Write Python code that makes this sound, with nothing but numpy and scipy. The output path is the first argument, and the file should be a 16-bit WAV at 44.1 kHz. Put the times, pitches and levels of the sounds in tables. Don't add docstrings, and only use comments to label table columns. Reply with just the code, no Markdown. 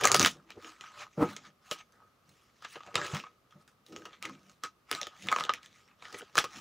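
import sys
import numpy as np
from scipy import signal
from scipy.fft import rfft, irfft, next_fast_len
from scipy.io import wavfile
from scipy.ndimage import uniform_filter1d

SR = 44100
rng = np.random.default_rng(int(sys.argv[2]) if len(sys.argv) > 2 else 0)


def waveform_to_disk(signal):
    frames = np.transpose(np.atleast_2d(signal))
    scaled = np.clip(frames, -1, 1) * 32767
    samples = np.round(scaled).astype(np.int16)
    wavfile.write(sys.argv[1], SR, samples)


N = 291236


# start in seconds, relative crack energy in dB, flat slap and brightness in dB
# before their offsets to the crack, fade in ms (held to 0.3-12), card ring in Hz.
CARD_SNAPS = [(0.0108, -15, 2.5, -7.5, 4.6, 1155), (0.036, -10, -0.5, -10.5, 2.6, 2440),
              (0.04, -13, -0.5, -2.5, 4.2, 5930), (0.044, -5.5, 10, -11.5, 7, 1183),
              (0.0535, -1, 6, -7, 2.2, 6900), (0.073, -11.5, -13, 5.5, 1, 7100),
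              (0.0724, -6.5, 0, -12.5, 3.7, 2170), (0.0826, -10, 5, -14.5, 7.4, 1870),
              (0.117, -3.5, 10, -3.5, 1.3, 7000), (0.1232, -14, 5, -4.5, 6.8, 1130),
              (0.1438, -5, 4, -16, 1, 730), (0.145, -3.5, -18.5, -3, 1.1, 4560),
              (0.146, -2, 5, -1, 2.3, 1130), (0.153, -7.5, 10, -8.5, 6.8, 3380),
              (.164, -12.5, 1.5, 3.5, .8, 4995), (0.1707, -18, 4.5, -6.5, 2.1, 3570),
              (0.1959, -3.5, 1, -5, 0.87, 6740), (0.2015, -11, 10, -6.5, 5.1, 5210),
              (.21, -8.5, 8.5, -7, 3, 3540), (0.2164, -5, 3, -8, 1.4, 7500),
              (0.228, -4.5, -6.5, -10, 2, 5740), (0.2321, -10.5, 5.5, -6, 7.6, 2333),
              (0.2478, 3, -6.5, -21.5, 1.7, 1530), (0.26, -4.5, 9.5, -3.5, 2.4, 3400),
              (.27, -8, 4, -7.5, 6.1, 3180), (0.5046, -23, -7.5, -16.5, 1.6, 2310),
              (0.6457, -25.5, 1.5, -31, 3.1, 2170), (0.8098, -25, 1.5, -15, 1.9, 1960),
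              (0.8381, -39, 14, -25, 3.8, 1510), (1.365, -17.5, -4.5, -16, 3, 7200),
              (1.7123, -9, -1, -11.5, 6.8, 2930), (1.7884, -36.5, -6, -10, 7.3, 3900),
              (1.9226, -50, -0.5, 0.5, 2.2, 5870), (2.292, -44.5, -7.5, 0, 5.7, 4046),
              (2.6221, -35, 10.5, -9, 13, 1420), (2.6478, -19, 5.5, -21.5, 6.5, 1680),
              (2.7566, -21, 6.5, -39, 6.1, 786), (2.8054, -32, 9, -31, 4.4, 1170),
              (2.8343, -34.5, 5.5, -24, 1.6, 880), (2.8642, -32.5, 2.5, -16, 4.4, 930),
              (2.8732, -32.5, 6.5, -22, 3.5, 836), (2.9429, -19.5, 2, -22, 11, 780),
              (2.9552, 0.5, 2, -19, 1.2, 3670), (3.0152, -16, 8.5, -24, 1.7, 1630),
              (3.048, -23, 9.5, -8.5, 1.5, 1850), (3.0544, -22, 6.5, -31, 2.5, 1710),
              (3.066, -21.5, -3.5, -12, 0.89, 1870), (3.1389, -23.5, -4.5, -24, 0.89, 3140),
              (3.147, -16.5, -3.5, -12.5, 6.1, 3080), (3.169, -22, 1.5, -15.5, 0.81, 1050),
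              (3.2002, -22.5, -3.5, -32, .9, 2930), (3.2378, -29.5, 9.5, -32, 2, 1145),
              (3.267, -35.5, 8.5, -35.5, 3.5, 1045), (3.5083, -45, 0, -11, 7.8, 3285),
              (3.6774, -40, 3.5, -4.5, 5.7, 1656), (3.8641, -40, -5.5, -2.5, 5.3, 3880),
              (3.9237, -30.5, 1.5, -16, 9.9, 512), (3.963, -22.5, -1.5, -18, 0.59, 6740),
              (4.0204, -36.5, 8, -16, 3.4, 1520), (4.0536, -25, 8.5, -12, 6.6, 2800),
              (4.13, -29, -2, -28.5, 9, 3490), (4.2258, -23, 0.5, -2, 1.5, 2350),
              (4.253, -15, -7, -16, 5.2, 2320), (4.295, -33, 13, -9.5, 3.2, 1105),
              (4.496, -38, 0.5, -10, 5.1, 7040), (4.6361, -15.5, 1.5, -7.5, 4.9, 1156),
              (4.914, -6.5, -4.5, -7.5, 1, 3550), (4.9281, -13, -12.5, -26, 0.53, 3390),
              (4.9499, -14.5, 1, -8.5, 1.5, 3600), (5.0143, -14, -10.5, -13, 2, 5840),
              (5.0309, -17.5, -13, -17, .84, 3560), (5.069, -19.5, 4, -12.5, 2.7, 3450),
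              (5.2234, -30.5, -24.5, -8.5, 4.8, 2730), (5.2694, -24, 4, -13.5, 8, 1140),
              (5.2863, -5.5, -7, -32, 0.62, 3360), (5.3158, -10.5, 5, -16.5, 4.5, 1130),
              (5.326, -8.5, 8, -16.5, 1.3, 2170), (5.3622, -12.5, 10, -18.5, 2.4, 1150),
              (5.3861, -12, 0.5, -31.5, 1.1, 2020), (5.3983, -14, 1.5, -16.5, 5.3, 1170),
              (5.408, -13, 9, -25, 0.64, 1980), (5.4381, -16.5, 4.5, -13.5, 1.6, 3660),
              (5.4511, -15.5, -2, -22.5, 0.84, 3330), (5.4669, -25.5, 5.5, -36, .9, 1400),
              (5.4935, -6.5, 3.5, -32.5, 2.2, 1160), (5.504, -22, 9, -34.5, 2.7, 1150),
              (5.5372, -11.5, -13, -12, 0.79, 7000), (5.6307, -25, -27.5, -21, 1.5, 2870),
              (5.6605, -32.5, -11.5, -10, .64, 3470), (6.0236, -26, 6, -35.5, 2.55, 2330),
              (6.0534, -26.5, 1.5, -24, 5, 1750), (6.1264, -28.5, -3, -8, 4.7, 4700),
              (6.144, -20.5, -2, -21, 6.9, 1900), (6.2086, -39.5, 19, -4.5, 1.6, 1440),
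              (6.2177, -24, -10, -31, 2.5, 1400), (6.3545, -18, 8, -4.5, 1.97, 1800),
              (6.37, -8, 4, -13, 7.1, 1400), (6.3792, -1, 4.5, -8.5, 2.9, 1680),
              (6.3866, -4, -15, -6, 0.74, 3440), (6.4412, -14, 7, -11, 8.7, 1200),
              (6.5538, -29, -5, -27, 8.5, 3330)]
# frequency in Hz, relative level in dB.
EDGE_LOW = [(900, -41), (1800, 3), (3000, 3), (4000, -2.5), (6000, -34), (12000, -54.5)]
EDGE_HIGH = [(2500, -21), (4000, -2), (6500, -0.5), (8000, -9.5), (10000, -36), (14000, -50)]
CARD_FACE = [(400, -34), (750, -5.5), (950, -4), (1200, 1), (1700, -4), (3000, -44), (6000, -70)]
TOP_SHEEN = [(5000, -29.5), (8000, -2), (10500, -1), (13600, -15.5), (14600, -6.5), (15300, -0.5),
             (15650, -4.5), (15900, -33.5), (16700, -41.5)]
# frequency in Hz, relative level in dB.
PADDED_TABLE = [(30, -47), (70, -26.5), (130, -7.5), (250, -7), (500, -1), (800, -8), (1500, -50.5),
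                (3000, -75)]
SNAP_TICK_DB, TICK_FOLLOWS = 4.5, .48
SNAP_THUD_DB, THUD_FOLLOWS = -8.5, .4
EDGE_FADE_SHARE, EDGE_PUSH = .6, 1.3
PUSH_SIZE, PUSH_FADE_MS, PUSH_LAW = .45, 2, .45
BURST_LEN = 4096


def snaps():
    start_s, crack_db, slap_db, bright_db, fade_ms, ring_hz = np.transpose(CARD_SNAPS)[..., None]
    fade_ms = np.clip(fade_ms, .3, 12)
    fade_s = fade_ms / 1000
    hz = np.fft.rfftfreq(BURST_LEN, 1 / SR)

    def blend(*parts):
        energy = sum((amp(db) * unit(amp(along(colour, hz)))) ** 2 for db, colour in parts)
        return min_phase(np.sqrt(energy))

    body = blend((0, EDGE_LOW), (slap_db - 4.0, CARD_FACE))
    edge = blend((SNAP_TICK_DB + TICK_FOLLOWS * bright_db, EDGE_HIGH), (bright_db, TOP_SHEEN))
    ring = 1 + amp(7) * mode(hz, ring_hz, 0.1 * ring_hz)
    push = PUSH_SIZE * (PUSH_FADE_MS / fade_ms) ** PUSH_LAW

    body_sound = body * bursts(fade_s, push)
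    edge_sound = edge * bursts(EDGE_FADE_SHARE * fade_s, EDGE_PUSH * push)
    crack = ring * (body_sound + edge_sound)
    thud_gain = amp(SNAP_THUD_DB + THUD_FOLLOWS * slap_db)
    thud = thud_gain * causal(PADDED_TABLE)(hz) * bursts(life=0.0051, spike=0.2)
    sounds = amp(crack_db - 1.5) * irfft(crack + thud)

    out = np.zeros(N + SR)
    for start, sound in zip(start_s[:, 0], sounds):
        out[round(start * SR):][:len(sound)] += sound
    return out[:N]


def bursts(life, spike):
    t = np.arange(BURST_LEN) / SR
    envelope = np.exp(-t / life) * (1 - np.exp(-t / 0.000075))
    rows = rng.standard_normal((len(CARD_SNAPS), len(t))) * envelope
    rows /= np.linalg.norm(rows, axis=1, keepdims=True)
    rows[:, 10:11] -= spike
    return rfft(rows / np.linalg.norm(rows, axis=1, keepdims=True))


# peak in seconds, relative level in dB, rise and fall in seconds
# (each spans 20 dB), hollow part in dB before its offset, brightness in dB.
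FACE_STROKES = [(.056, -35, 0.088, 0.2, 7, -19), (.156, -37, 0.025, 0.061, -2, -8),
                (.259, -32, 0.19, 0.065, -0.5, -8), (.515, -52, 0.042, 0.045, 1, -30),
                (.67, -49, 0.1, 0.13, 1.5, -15), (.82, -54.5, 0.043, 0.28, 3, -16),
                (1.02, -42.5, 0.092, 0.043, 3.5, -17), (1.133, -57, 0.017, 0.019, -25, -28.5),
                (1.227, -53, 0.036, .2, -3, -49), (1.309, -46.5, 0.13, 0.09, 2, -9.5),
                (1.471, -52.5, 0.095, 0.043, 5, -21), (1.67, -60, 0.056, 0.19, 5.5, -8),
                (1.724, -45.5, 0.02, 0.056, 3, -2), (1.81, -52.5, .1, 0.022, 3, -21),
                (1.938, -76, 0.058, 0.33, 18, -6), (2.305, -71, 0.057, 0.59, -7.5, -5.5),
                (2.44, -69.5, 0.37, 0.12, 4, -10.5), (2.575, -68.5, .06, 0.063, -10.5, -14.5),
                (2.654, -48, 0.05, 0.05, -2, -27.5), (2.73, -53.5, 0.11, 0.065, -10.5, 0),
                (2.766, -53.5, 0.11, 0.032, 14, -19), (2.9, -58.5, 0.35, 0.12, 4, -26),
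                (2.967, -36, 0.022, 0.2, 4, -25), (3.07, -43, 0.13, 0.14, -3.5, -12),
                (3.163, -37, 0.08, 0.063, 0, -18.5), (3.265, -58.5, 0.095, .03, 7.5, -29),
                (3.52, -67, .03, 0.1, 4.5, -18), (3.618, -68.5, 0.054, 0.032, 6, -4.5),
                (3.69, -71.5, .02, 0.073, 8, -3.5), (3.877, -65.5, .02, 0.19, -1.5, -3.5),
                (3.975, -59, 0.1, 0.18, -2, -13), (4.065, -53.5, 0.029, 0.049, 9, -19),
                (4.139, -54.5, 0.07, 0.07, -1, -37), (4.234, -45, 0.017, .13, 2.5, -22.5),
                (4.508, -66, 0.35, 0.11, 0, -8.5), (4.649, -41.5, 0.017, 0.038, 6, -15),
                (4.927, -42, 0.034, 0.12, 5.5, -13.5), (5.027, -47.5, 0.025, 0.1, 0.5, -26),
                (5.09, -69, .05, 0.043, 6, -24), (5.238, -52.5, 0.085, 0.19, -30, -11),
                (5.33, -52.5, 0.21, 0.24, 23, -22), (5.406, -44, 0.27, 0.074, 10.5, -14),
                (5.505, -54, 0.056, 0.15, 18, -49), (5.547, -49, 0.039, 0.065, 3.5, -36),
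                (5.649, -50.5, 0.047, 0.05, -7.5, -23), (5.77, -59.5, 0.19, 0.14, -5.5, -15.5),
                (5.89, -63, 0.074, .08, 5, -26), (6.03, -52, 0.037, 0.42, 2.5, -19.5),
                (6.148, -52.5, .08, .08, 8, -10), (6.19, -51.5, 0.032, 0.033, -1, 8),
                (6.23, -64.5, 0.044, 0.025, 14.5, -17.5), (6.391, -32, 0.031, 0.054, 5.5, -10.5),
                (6.567, -46.5, 0.097, 0.16, -1, -15.5)]
STROKE_FINE_DB, FINE_FOLLOWS = 2, .3


def slides():
    gain, hollow_db, bright_db = swells(FACE_STROKES)
    catches = grit(per_s=210, spread_db=3.5, life=0.0006)

    def hiss(colour):
        noise = catches * rng.standard_normal(N)
        return patchy(filtered(noise, causal(colour)), depth_db=3.5)

    fine_db = STROKE_FINE_DB + FINE_FOLLOWS * bright_db
    layers = [(0, EDGE_LOW), (hollow_db - 2, CARD_FACE), (fine_db, EDGE_HIGH), (bright_db, TOP_SHEEN)]
    return amp(-5.0) * gain * sum(amp(db) * hiss(colour) for db, colour in layers)


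# peak in seconds, relative level in dB,
# rise and fall in seconds (each spans 20 dB), centre of the boom in Hz.
CLOTH_PUSHES = [(.05, -28.5, 0.07, 0.096, 536), (.148, -29, 0.022, 0.025, 490),
                (.202, -25.5, 0.009, 0.075, 310), (.235, -28, 0.11, 0.078, 220),
                (.365, -48, .03, 0.077, 180), (.5, -60, 0.12, .3, 302), (.579, -43, 0.029, 0.031, 360),
                (.653, -53, 0.11, .11, 333), (1.02, -52, 0.086, 0.047, 597),
                (1.181, -28.5, .008, 0.14, 210), (1.25, -38, 0.059, 0.062, 460),
                (1.489, -57.5, 0.112, 0.067, 177.7), (1.72, -39, 0.009, 0.019, 544),
                (2.04, -71.5, 0.29, 0.14, 497), (2.31, -60.5, .06, 0.058, 149.9),
                (2.658, -64.5, 0.041, .1, 479), (2.766, -45, 0.0089, 0.029, 520),
                (2.881, -47, 0.024, 0.04, 664), (2.95, -39, 0.015, 0.23, 424),
                (3.045, -42.5, .1, 0.052, 400), (3.137, -31, 0.0065, 0.058, 167),
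                (3.185, -44, .05, .03, 172), (3.558, -51.5, 0.019, 0.074, 210.8),
                (3.935, -43.5, 0.049, 0.16, 331), (4.065, -54, 0.044, 0.093, 433),
                (4.258, -48.5, 0.024, 0.096, 360), (4.318, -48.5, 0.093, .12, 235),
                (4.5, -62.5, .4, 0.12, 170.5), (4.645, -46, 0.0068, 0.03, 408),
                (4.935, -42.5, 0.023, 0.046, 348), (5.019, -42.5, 0.0072, 0.038, 620),
                (5.074, -50.5, 0.013, 0.03, 580), (5.265, -46, 0.069, 0.08, 230),
                (5.33, -49.5, 0.09, 0.067, 420), (5.42, -46, 0.062, 0.072, 464),
                (5.5, -42.5, .01, 0.018, 586), (5.6, -69, 0.045, .4, 199), (6.06, -64, 0.1, 0.22, 508),
                (6.148, -44.5, 0.023, 0.043, 400), (6.226, -41.5, 0.028, 0.018, 370),
                (6.385, -33, 0.03, 0.024, 510), (6.453, -40, 0.022, 0.0097, 540),
                (6.579, -47.5, 0.03, 0.04, 200)]
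# frequency in Hz, width in Hz of one of two equal passes.
HOLLOW_TONES = [(105, 40), (150, 14), (200, 30), (255, 83), (320, 45), (400, 61), (465, 61), (590, 18),
                (710, 210)]


def pressing():
    gain, centre_hz = swells(CLOTH_PUSHES)
    push = grit(per_s=20, spread_db=2.5, life=0.0057) * rng.standard_normal(N)
    boom, shares = 0, []
    for tone_hz, width_hz in HOLLOW_TONES:
        octaves_off = np.log2(np.abs(centre_hz) / tone_hz)
        share = np.exp(-(octaves_off / .5) ** 2) + 0.32
        tone = unit(filtered(push, lambda hz: mode(hz, tone_hz, width_hz) ** 2))
        boom = boom + share * tone
        shares.append(share)
    return amp(-1.5) * gain * boom / np.linalg.norm(shares, axis=0)


# time in seconds, level of the hollow body in dB.
PALM_KNOCK = [(1.165, -84), (1.175, -44.5), (1.229, -21.5), (1.303, -57), (1.311, -49.5), (1.33, -57.5)]
# frequency in Hz, width in Hz, relative level in dB.
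HELD_PACK = [(96, 48, -10.5), (157, 35, -1), (203, 65, -7), (300, 10, 10), (470, 18, 7), (603, 21, -0.5),
             (828, 130, -7), (1346, 42, -11)]
# frequency in Hz, relative level in dB.
KNOCK_RUSH = [(600, -25.5), (1000, 6), (1500, -3.5), (2500, -13), (3600, -30.5), (5000, -42)]


def knock():
    def hollow(hz):
        return sum((-1) ** k * amp(db) * mode(hz, centre_hz, width_hz)
                   for k, (centre_hz, width_hz, db) in enumerate(HELD_PACK))

    body = unit(filtered(rng.standard_normal(N), hollow))
    level_db, = curves(PALM_KNOCK)
    rush = unit(filtered(rng.standard_normal(N), causal(KNOCK_RUSH)))
    return amp(level_db) * (body + amp(-12.5) * rush)


# frequency in Hz, time in seconds to fall 60 dB.
ROOM_DECAY = [(100, 0.39), (700, 0.062), (2000, 0.1), (5000, 0.14), (13000, 0.058)]


def room(x):
    out, step = np.zeros(N + 2 * SR), SR // 4
    for start in range(0, N, step):
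        hz, t, z = signal.stft(rng.standard_normal(SR // 2), SR, nperseg=256)
        decay = amp(-60 * t / along(ROOM_DECAY, hz)[:, None])
        tail = signal.istft(z * decay, SR, nperseg=256)[1]
        wet = signal.fftconvolve(x[start:start + step], tail / np.linalg.norm(tail))
        out[start + 170:][:len(wet)] += wet
    return out[:N]


# frequency in Hz, width in Hz, level in dB added to the direct sound.
PORT_RING = (1263, 30, 8.27)


def port(x):
    ring_hz, width_hz, ring_db = PORT_RING
    return filtered(x, lambda hz: 1 + amp(ring_db) * mode(hz, ring_hz, width_hz))


# frequency in Hz, relative level in dB.
AIR_ALIKE = [(26, -38.5), (45, -4.5), (112, 0.5), (230, -1.5), (310, -6), (496, -6), (968, -12.5),
             (1270, -1.5), (1370, -10), (1710, -15), (5610, -22), (8130, -28.5), (15100, -27),
             (16700, -48.5)]
AIR_APART = [(15, -52), (25, -23), (115, -6), (233, -7.5), (259, -8), (512, -8), (984, -10), (1260, -6),
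             (1840, -11), (14900, -31), (16700, -40.5)]
AIR_DB, APART_DB = -70, -76.5


def room_tone():
    air = amp(AIR_DB) * unit(filtered(rng.standard_normal(N), causal(AIR_ALIKE)))
    side = amp(APART_DB) * unit(filtered(rng.standard_normal(N), causal(AIR_APART)))
    return air, side


ROUNDING = 1.1


def swells(rows):
    peak_s, level_db, rise_s, fall_s, *cols = np.transpose(rows)[..., None]
    t = np.arange(0, N + 64, 64) / SR
    span_s = np.maximum(np.where(t < peak_s, rise_s, fall_s), .004)
    drop_db = 20 * (np.abs(t - peak_s) / span_s) ** ROUNDING
    power = amp(level_db - drop_db) ** 2 + 1e-30
    total = power.sum(axis=0)
    joint = [np.sqrt(total)] + [(power * col).sum(axis=0) / total for col in cols]
    return [np.interp(np.arange(N) / SR, t, line) for line in joint]


def grit(per_s, spread_db, life):
    sizes_db = spread_db * np.minimum(rng.exponential(size=N), 3)
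    catches = (rng.random(N) < per_s / SR) * amp(sizes_db)
    return 1 + signal.lfilter([1], [1, -np.exp(-1 / (life * SR))], catches)


def patchy(x, depth_db):
    z = signal.stft(x, nperseg=256)[2]
    across_hz = uniform_filter1d(rng.standard_normal(z.shape), size=5, axis=0)
    field = uniform_filter1d(across_hz, size=12, axis=1)
    return unit(signal.istft(z * amp(depth_db * unit(field)), nperseg=256)[1][:N])


def mode(hz, centre_hz, width_hz):
    return 1j * hz * width_hz / (centre_hz ** 2 - hz ** 2 + 1j * hz * width_hz)


def causal(points):
    return lambda hz: min_phase(unit(amp(along(points, hz))))


def min_phase(gain):
    half = gain.shape[-1]
    cepstrum = irfft(np.log(gain))
    cepstrum[..., 1:half - 1] *= 2
    cepstrum[..., half:] = 0
    return np.exp(rfft(cepstrum))


def filtered(x, response):
    m = 2 * next_fast_len(N // 2 + SR // 4)
    return irfft(rfft(x, m) * response(np.fft.rfftfreq(m, 1 / SR)), m)[..., :N]


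def curves(rows):
    s, *cols = np.transpose(rows)
    return [np.interp(np.arange(N) / SR, s, col, -120, -120) for col in cols]


def along(points, hz):
    f, v = np.transpose(points)
    return np.interp(np.log(hz + 1), np.log(f + 1), v)


def unit(x):
    return x / np.sqrt(np.mean(x ** 2) + 1e-20)


def amp(db):
    return 10 ** (np.asarray(db) / 20)


def scene():
    hits, rub = snaps(), slides()
    reflected = room(amp(-9.0) * hits + amp(-14.5) * rub)
    near = port(hits + rub + pressing() + knock() + reflected)
    air, side = room_tone()
    return np.array([near + air + side, near + air - side])


TOP_HZ = 16800


def record(dry):
    return filtered(dry, lambda hz: hz < TOP_HZ)


dry = scene()
out = record(dry)
waveform_to_disk(out)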